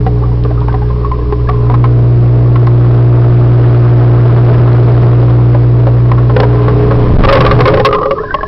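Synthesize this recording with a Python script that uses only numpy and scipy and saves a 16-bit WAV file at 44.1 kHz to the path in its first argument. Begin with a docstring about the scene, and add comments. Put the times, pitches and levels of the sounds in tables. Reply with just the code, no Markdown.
"""A hum and the rumble of water come first, soon with popping bubbles: a small camera in a waterproof case
is moved about inside a fish tank. The pump hum is a sum of mains harmonics that overloads the microphone,
the current is coloured noise, and bubbles are short gliding tones that set the case ringing.
At the end the case nears the surface: the water sloshes and gurgles round it and the hum fades away."""
import sys
import numpy as np
from scipy import signal
from scipy.fft import rfft, irfft, next_fast_len
from scipy.io import wavfile
from scipy.ndimage import uniform_filter1d

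SR = 44100
rng = np.random.default_rng(int(sys.argv[2]) if len(sys.argv) > 2 else 0)


def inscribe(sig):
    """Save sig as 16-bit PCM at rate SR to the path in sys.argv[1].

    A 1-D sig is mono; a 2-D sig holds one channel per row.
    Samples are clipped to [-1, 1] before scaling.
    """
    pcm = np.round(np.clip(np.atleast_2d(sig).T, -1, 1) * 32767)
    wavfile.write(sys.argv[1], SR, pcm.astype(np.int16))


N = 373527


def from_db(db):
    """Decibels to gain."""
    return 10 ** (np.asarray(db) / 20)


def rms_one(x):
    """Scale to rms 1."""
    return x / np.sqrt(np.mean(x ** 2) + 1e-20)


def in_time(rows):
    """Each column of a curve table, joined by straight lines, at every sample."""
    seconds, *columns = np.transpose(rows)
    return [np.interp(np.arange(N) / SR, seconds, column) for column in columns]


def at_hz(points, hz):
    """Read a spectrum table on a log-frequency axis."""
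    freqs, values = np.transpose(points)
    return np.interp(np.log(hz), np.log(freqs), values)


def drift(rate):
    """A slow random curve of spread 1, changing about rate times a second."""
    # made at one value per 40 samples, with the filter's start-up thrown away
    r = np.exp(-80 * np.pi * rate / SR)
    noise = rng.standard_normal(N // 40 + 2002)
    slow = signal.lfilter([1], [1, -2 * r, r * r], noise)[2000:]
    return np.interp(np.arange(N) / 40, np.arange(len(slow)), rms_one(slow))


def coloured_noise(spectrum):
    """Noise of rms 1 shaped by a spectrum table."""
    size = next_fast_len(N)
    hz = np.maximum(np.fft.rfftfreq(size, 1 / SR), 1)
    shaped = rfft(rng.standard_normal(size)) * from_db(at_hz(spectrum, hz))
    return rms_one(irfft(shaped, size)[:N])


def ring(clicks, hz, t60):
    """A resonance: each unit click starts a sine of height 1 that falls 60 dB in t60 seconds."""
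    r, w = np.exp(-np.log(1000) / (t60 * SR)), 2 * np.pi * hz / SR
    return signal.lfilter([0, np.sin(w)], [1, -2 * r * np.cos(w), r * r], clicks + 1e-18)


def bubble(hz, t60, swell_s, glide):
    """One bubble: a sine that swells quickly, dies away and glides up by a share of its pitch."""
    t = np.arange(round(max(t60, .01) * SR)) / SR
    pitch = hz * (1 + glide * (t / t60 - .2))
    envelope = (1 - np.exp(-(t / swell_s) ** 2)) * np.exp(-np.log(1000) * t / t60)
    tone = np.sin(2 * np.pi * np.cumsum(pitch) / SR)
    return rng.choice([-1, 1]) * envelope / envelope.max() * tone


def add(out, s, sound):
    """Mix a sound in at time s."""
    start = max(round(s * SR), 0)
    out[start:start + len(sound)] += sound[:max(N - start, 0)]


# Pump hum as the case moves through the tank's standing waves. Each row: time in seconds, level of the
# twice-mains tone in dB, basic level of the case's buzz in dB, tilt of the buzz in dB per octave.
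HUM_CURVE = [(0, -9.5, -23, -5.5), (.85, -13, -26.5, -5), (1.25, -20, -22.5, 3), (1.75, -4.5, -20.5, 3.5),
             (2.2, -3.5, -22.5, -3), (3.6, -1.5, -17.5, -1.5), (4.7, -1.5, -19.5, -2),
             (6.15, -4, -22.5, -2), (6.6, -6.5, -14.5, 1.5), (7.65, -7, -13, 3), (7.82, -14, -17.5, 7.5),
             (7.95, -31.5, -20, 4.5), (8.47, -37, -32.5, 14)]
# The overtones with which the case buzzes.
# Each row: multiple of the mains frequency, level in dB against the basic buzz, polarity (+1 or -1).
BUZZ_OVERTONES = [(3, -9.5, -1), (5, -6, 1), (7, -2, 1), (11, -23.5, 1), (17, -21, 1)]
MAINS_HZ, TILT_PIVOT_HZ = 59.88, 360
PULL_OFFSET_TURNS = .065  # of the mains cycle, for the magnets' pull
# the once-a-cycle shake is steady until the case rises to the surface, where it drops away
SHAKE_DB, SHAKE_LOSS_DB, RISE_FROM_S, RISE_TO_S = -14, 20.5, 6.8, 7.95


def pump(buzz_waver_db=2.5, slide_rad=0.055, overtone_db=-17.0):
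    """The rotor shakes once a mains cycle and the magnets pull twice; higher orders make the case buzz."""
    pull_db, buzz_db, tilt_db = in_time(HUM_CURVE)
    shake_db, = in_time([(RISE_FROM_S, SHAKE_DB), (RISE_TO_S, SHAKE_DB - SHAKE_LOSS_DB)])
    turn = 2 * np.pi * MAINS_HZ * np.arange(N) / SR
    shake = from_db(shake_db) * np.cos(turn)

    # a strong pull is lopsided: its octave grows with the square of its strength
    pull_gain = from_db(pull_db)
    pull_turn = 2 * (turn + 2 * np.pi * PULL_OFFSET_TURNS)
    octave = from_db(overtone_db) * pull_gain ** 2 * np.cos(2 * pull_turn)
    pull = pull_gain * np.cos(pull_turn) - octave

    # the paths through the water shift, so the higher orders swell and slide against the low ones
    buzz = np.zeros(N)
    for multiple, db, polarity in BUZZ_OVERTONES:
        tilt = tilt_db * np.log2(multiple * MAINS_HZ / TILT_PIVOT_HZ)
        gain = from_db(buzz_db + db + tilt + buzz_waver_db * drift(2.7))
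        buzz += np.sign(polarity) * gain * np.cos(round(multiple) * (turn + slide_rad * drift(1.0)))
    return -np.sqrt(2) * (shake + pull + buzz)


# The current at the case, strongest in the pump's stream.
# Each row: time in seconds, level of the rush in dB, level of the deep slosh in dB.
WATER_CURVE = [(0, -24.5, -23.5), (1.7, -22.5, -21.5), (2.3, -20, -25.5), (3.6, -16, -24),
               (4.9, -13, -28.5), (5.5, -17, -29.5), (6.1, -18.5, -35), (7.1, -11.5, -22.5),
               (8.0, -23.5, -42.5), (8.47, -31, -26)]
# Colour of the rush as the case passes it on. Each row: frequency in Hz, relative level in dB per Hz.
CURRENT_SPECTRUM = [(30, -10.5), (90, -5), (125, -5.5), (160, 0.5), (210, -10.5), (280, -11), (340, -7),
                    (400, -4), (520, -11), (660, -22.5), (880, -22), (1100, -14), (1400, -29.5),
                    (2000, -32), (5500, -48.5)]
# Colour of the deep slosh. 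Each row: frequency in Hz, relative level in dB per Hz.
SLOSH_SPECTRUM = [(12, -0.5), (30, -1.5), (70, -6), (130, -5.5), (250, -22.5), (600, -57), (2000, -90)]
CHURN_DB = -12  # extra rush of the churning water


def flow(current_db, slosh_db, lumpy_db=1.02, slosh_lumpy_db=1.0):
    """Eddies of the current buffet the case; near the surface the whole water body heaves."""
    rush_gain = from_db(current_db) + from_db(CHURN_DB) * churn()
    current = rush_gain * from_db(lumpy_db * drift(21)) * coloured_noise(CURRENT_SPECTRUM)
    slosh_gain = from_db(slosh_db) + heave()
    slosh = slosh_gain * from_db(slosh_lumpy_db * drift(2.0)) * coloured_noise(SLOSH_SPECTRUM)
    return current + slosh


# Strength of small bubbles by pitch. Each row: pitch in Hz, relative level in dB.
FIZZ_SPECTRUM = [(420, 4.5), (540, -8), (700, -12), (900, -9), (1100, -3), (1300, -22), (1650, -2.5),
                 (2100, -22), (3000, -17), (4200, -24.5)]
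FIZZ_PER_S, FIZZ_CYCLES = 110, 98  # typical rate of pops; cycles each takes to fall 60 dB
FIZZ_DB, FIZZ_FOLLOWS = -8.5, 1.32  # level in a full-scale current, and dB gained per dB of current


def small_bubbles(level_db, spread_db=4.0, count=36):
    """Little bubbles pop in random clusters, each ringing at its own pitch."""
    sizes = from_db(spread_db * np.minimum(rng.exponential(1, N), 3)) * rng.choice([-1, 1], N)
    born = sizes * (rng.random(N) < FIZZ_PER_S * from_db(3 * drift(7)) / SR)
    # every bubble is dealt at random to one of the pitches
    pitches, dealt = np.geomspace(420, 4200, count), rng.integers(0, count, N)
    rings = np.zeros(N)
    for k, hz in enumerate(pitches):
        rings += from_db(at_hz(FIZZ_SPECTRUM, hz)) * ring(born * (dealt == k), hz, FIZZ_CYCLES / hz)
    return from_db(level_db) * rms_one(rings)


# Strings of bubbles, low ones gurgling and high ones warbling. 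Each row: start in seconds,
# end in seconds, first pitch in Hz, last pitch in Hz, typical bubble level in dB.
BUBBLE_STRINGS = [(0.049, 1.005, 746, 1000, -36), (.45, 0.902, 1494, 1570, -41),
                  (1.0, 1.695, 1080, 1080, -37.5), (2.8, 4.8, 1200, 1301, -27.5),
                  (7.25, 7.39, 520, 516, -4.5), (7.249, 7.388, 1182, 1180, -11),
                  (7.65, 7.808, 532, 520, -7), (7.851, 8.199, 444, 424, -15),
                  (7.873, 8.071, 1126, 1227, -14), (8.13, 8.229, 1225, 1250, -22.5),
                  (8.177, 8.47, 1606, 1754, -27.5)]
TRICKLE_PER_S = 68


def trickle(scatter_octaves=.11, t60=0.052, spread_db=3.0):
    """Close strings of bubbles of about one size, overlapping into a warble."""
    out = np.zeros(N)
    for start, end, first_hz, last_hz, level_db in BUBBLE_STRINGS:
        count = max(round((end - start) * TRICKLE_PER_S), 1)
        for k, (late, size, detune) in enumerate(rng.standard_normal((count, 3))):
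            share = (k + .5 * late) / count  # how far along the string
            hz = (first_hz + share * (last_hz - first_hz)) * 2 ** (scatter_octaves * detune)
            gain = from_db(level_db + spread_db * min(size, 2))
            add(out, start + share * (end - start), gain * bubble(hz, t60, swell_s=0.0068, glide=0.18))
    return out


# Lesser bubbles break at random, many more and bigger in churning water.
STRAY_PER_S, CHURN_STRAY_PER_S = 5, 12  # calm rate; rate added by full churning
STRAY_DB, CHURN_STRAY_DB, STRAY_GULP_DB = -28.5, 11, -4.5  # ring; gain by churning; gulp against ring
STRAY_HZ, STRAY_GULP_HZ = 1080, 520  # middle pitches


def stray_bubbles(spread_db=5.5, scatter_octaves=.12):
    """Rows like those of the big bubbles, at random; churning raises their rate and size."""
    churned = churn()
    born = np.flatnonzero(rng.random(N) < (STRAY_PER_S + CHURN_STRAY_PER_S * churned) / SR)
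    detune, ring_size, gulp_size = rng.standard_normal((len(born), 3)).T
    level_db = STRAY_DB + CHURN_STRAY_DB * churned[born]
    pitch = 2 ** (scatter_octaves * detune)
    ring_db = level_db + spread_db * ring_size
    gulp_db = level_db + STRAY_GULP_DB + spread_db * gulp_size
    return list(zip(born / SR, STRAY_HZ * pitch, ring_db, STRAY_GULP_HZ * pitch, gulp_db))


# Big bubbles breaking at the case. Each row: time in seconds, pitch of the ring in Hz,
# level of the ring in dB, pitch of the low gulp in Hz, level of the gulp in dB.
BIG_BUBBLES = [(0.064, 755, -7.5, 478, -7.5), (0.222, 866, -21, 460, -21), (0.316, 967, -22, 453, -20),
               (0.448, 1170, -16, 463, -13.5), (0.507, 790, -18, 668, -16), (0.576, 1250, -21.5, 480, -26),
               (0.614, 977, -18, 444, -24.5), (0.681, 920, -11.5, 690, -20), (0.691, 1550, -24.5, 480, -36),
               (0.74, 1014, -13.5, 765, -14), (0.818, 844, -17, 492, -23), (0.902, 1048, -20, 550, -32),
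               (1.046, 1110, -10, 555, -38), (1.114, 1028, -9.5, 430, -32), (1.186, 1015, -24, 464, -19),
               (1.323, 1066, -10, 410, -8.5), (1.488, 1150, -5.5, 723, -11.5), (1.529, 1060, -16, 430, -28),
               (1.698, 977, -8.5, 724, -14), (1.739, 1070, -9, 700, -21), (1.839, 1050, -7.5, 730, -20.5),
               (2.556, 1092, -9.5, 430, -25.5), (2.668, 1074, -10, 584, -23), (5.226, 940, -17.5, 536, -13),
               (5.545, 1015, -14.5, 576, -6), (5.867, 940, -14.5, 541, -4), (6.114, 1022, -6.5, 560, -15.5),
               (6.175, 1105, -12.5, 430, -27), (6.296, 1070, -12, 582, -11.5), (6.363, 973, -9.5, 505, 7.5),
               (6.399, 788, -1.5, 512, 4.5), (6.431, 965, -3, 507, 1.5), (6.68, 1138, -8, 528, -6.5),
               (6.909, 1240, -10.5, 549, -5.5), (7.233, 1159, 0.5, 575, -3), (7.246, 1177, 0, 525, 3.5),
               (7.286, 1215, 5.5, 542, 3), (7.325, 1099, 9.5, 548, 10), (7.351, 1005, -8, 509, 8),
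               (7.371, 1122, -4, 512, -11), (7.405, 1135, 3, 522, 3.5), (7.448, 1170, -6, 516, 8),
               (7.463, 1174, 2, 552, -8.5), (7.511, 1180, 3, 538, 0.5), (7.589, 1140, -6.5, 482, 0),
               (7.604, 1160, 3, 490, 7), (7.654, 1055, 1, 536.7, 1), (7.676, 1203, 4, 520, 10.5),
               (7.737, 1104, -4, 520, 3.5), (7.771, 1070, -1.5, 541, -0.5), (7.797, 825, 1, 520, 4.5),
               (7.848, 1090, 14.5, 529, 12), (7.909, 1210, -12, 541, -11), (7.926, 1218, -1, 508, -5.5),
               (7.946, 1048, -2.5, 530, -5.5), (7.984, 1130, -10, 445, -15), (8.013, 1143, -11, 519, -4.5),
               (8.03, 1184, -4, 510, -11.5), (8.055, 1128, -7, 537, -2.5), (8.108, 1158, -2, 547, -1.5),
               (8.182, 1090, -12, 435.4, -18), (8.234, 1070, -13, 580, -19), (8.306, 1570, -10, 465, -31),
               (8.341, 1095, -1.5, 599, -9), (8.385, 1117, -14, 624, -22), (8.408, 1676, -15, 464, -20),
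               (8.43, 1084, -7, 635, -14)]
# What the camera case rings with.
# Each row: pitch in Hz, level in dB, time to fall 60 dB in seconds.
CASE_RINGS = [(421, -10.5, 0.14), (820, -8, 0.026), (1070, -7, 0.044), (1564, -18, 0.021),
              (1900, -26.5, 0.048), (2940, -29.5, 0.027)]
RING_T60_S = 0.06  # when ring and gulp are equally strong
CLEAN_DB_PER_DOUBLING = 46.5  # the ring lasts twice as long for this much more ring than gulp


def big_bubbles(gulp_t60=0.073, jolt_db=5.5, jolt_s=0.0036, jolt_swell_s=0.0014,
                jolt_from_gulp=0.31, snap_db=-14):
    """Each bubble breaks with a ring and a lower gulp; its ragged jolt sets the case ringing."""
    out, jolts = np.zeros(N), np.zeros(N)
    t = np.arange(SR // 10) / SR
    jolt_shape = (1 - np.exp(-t / jolt_swell_s)) * np.exp(-t / jolt_s)
    for s, hz, ring_db, low_hz, gulp_db in list(BIG_BUBBLES) + stray_bubbles():
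        ring_t60 = RING_T60_S * 2 ** ((ring_db - gulp_db) / CLEAN_DB_PER_DOUBLING)
        add(out, s, from_db(ring_db) * bubble(hz, ring_t60, swell_s=0.0015, glide=0.086))
        add(out, s, from_db(gulp_db) * bubble(low_hz, gulp_t60, swell_s=0.0024, glide=0.096))
        # a bubble without much of a gulp rings cleanly and hardly jolts the case
        force = from_db(ring_db + jolt_from_gulp * (gulp_db - ring_db))
        add(jolts, s, force * jolt_shape * rng.standard_normal(len(t)))
    push = from_db(jolt_db) * jolts / np.sqrt(jolt_s * SR / 2)  # evens out the jolt's length
    case = sum(from_db(db) * ring(push, hz, t60) for hz, db, t60 in CASE_RINGS)
    snap_band = signal.butter(1, [600, 3000], "band", fs=SR, output="sos")
    return out + case + from_db(snap_db) * signal.sosfilt(snap_band, jolts)


def tank(x, wet_db=-11, t60=.09):
    """Dense, quickly dying echoes between the glass walls."""
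    t = np.arange(SR // 5) / SR
    echoes = rng.standard_normal(len(t)) * np.exp(-np.log(1000) * t / t60) * (t > .003)
    return x + from_db(wet_db) * signal.fftconvolve(x, echoes / np.linalg.norm(echoes))[:N]


# Tiny bubbles bursting on the case with a dry tick.
# Each row: time in seconds, level in dB before the treble is picked out.
TICK_TIMES = [(0.438, -17), (0.605, -26), (0.728, -17), (1.491, -21), (2.668, -19), (4.729, -11),
              (4.92, -12.5), (6.403, 7)]
TICK_DECAY_S, TICK_LOW_HZ, TICK_HIGH_HZ = 0.0015, 1900, 4500


def ticks():
    """Each tiny burst is a very short puff of treble noise."""
    out, t = np.zeros(N), np.arange(SR // 50) / SR
    for s, level_db in TICK_TIMES:
        puff = np.exp(-t / TICK_DECAY_S) * rms_one(rng.standard_normal(len(t)))
        add(out, s, from_db(level_db) * puff)
    band = signal.butter(2, [TICK_LOW_HZ, TICK_HIGH_HZ], "band", fs=SR, output="sos")
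    return signal.sosfilt(band, out)


# the swing towards the surface churns the water
CHURN_START_S, CHURN_ATTACK_S, CHURN_HOLD_S, CHURN_RELEASE_S = 7.16, 0.045, 0.527, 0.14


def churn():
    """How hard the water is churned, 0 to 1: attack, hold, release."""
    t = np.arange(N) / SR - CHURN_START_S
    rise = t / CHURN_ATTACK_S
    fall = 1 - (t - CHURN_ATTACK_S - CHURN_HOLD_S) / CHURN_RELEASE_S
    return np.clip(np.minimum(rise, fall), 0, 1)


# the swing also heaves the whole water body, which then settles
SWING_S, HEAVE_DB, HEAVE_RISE_DB_PER_S, HEAVE_FALL_DB_PER_S = 7.179, 1.5, 82, 31.5


def heave():
    """Gain of the deep wave that builds up to the swing and dies away after it."""
    t = np.arange(N) / SR - SWING_S
    return from_db(HEAVE_DB + np.minimum(HEAVE_RISE_DB_PER_S * t, -HEAVE_FALL_DB_PER_S * t))


def surge(half_width_s=0.011, level_db=10):
    """The case is swung round: one push of water pressure, strong enough to pin the input for a moment."""
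    offset = np.clip((np.arange(N) / SR - SWING_S) / half_width_s, -1, 1)
    return from_db(level_db) * np.cos(np.pi / 2 * offset) ** 2


HISS_DB = -42.5  # the microphone's own hiss


def scene():
    """Hum, flow and bubbles over the microphone's own hiss; only the bigger bubbles and strings echo."""
    current_db, slosh_db = in_time(WATER_CURVE)
    hiss = from_db(HISS_DB) * rng.standard_normal(N)
    fizz = small_bubbles(FIZZ_DB + FIZZ_FOLLOWS * current_db)
    steady = pump() + flow(current_db, slosh_db) + fizz + hiss
    bubbles = tank(big_bubbles() + trickle())
    return (steady + surge() + ticks() + bubbles)[None]


CLIP_TOP, CLIP_BOTTOM, OVERSHOOT_LIMIT = .606, .668, 0.698  # of full scale
CUTOFF_HZ, TOP_HZ, PREAMP_HISS_DB = 5580, 16000, -59.5


def record(dry):
    """The input clips hard, sooner on top, and loses its upper treble; overshoots clip again and tick."""
    # the coupling capacitor shifts the bias until the clipped wave has almost no mean
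    bias = 0
    for _ in range(5):
        bias = bias - uniform_filter1d(np.clip(dry + bias, -CLIP_BOTTOM, CLIP_TOP), SR // 5)
    preamp_hiss = from_db(PREAMP_HISS_DB) * rng.standard_normal(N)
    clipped = np.clip(dry + bias, -CLIP_BOTTOM, CLIP_TOP) + preamp_hiss
    fade_in = np.minimum(np.arange(N) / (.004 * SR), 1) ** 2
    low_pass = signal.firwin(161, CUTOFF_HZ, window=("kaiser", 8), fs=SR)[None]
    narrow = signal.fftconvolve(fade_in * clipped, low_pass, "same")
    ticking = np.clip(narrow, -OVERSHOOT_LIMIT, OVERSHOOT_LIMIT)
    return signal.sosfilt(signal.butter(12, TOP_HZ, fs=SR, output="sos"), ticking)


dry = scene()
out = record(dry)
inscribe(out)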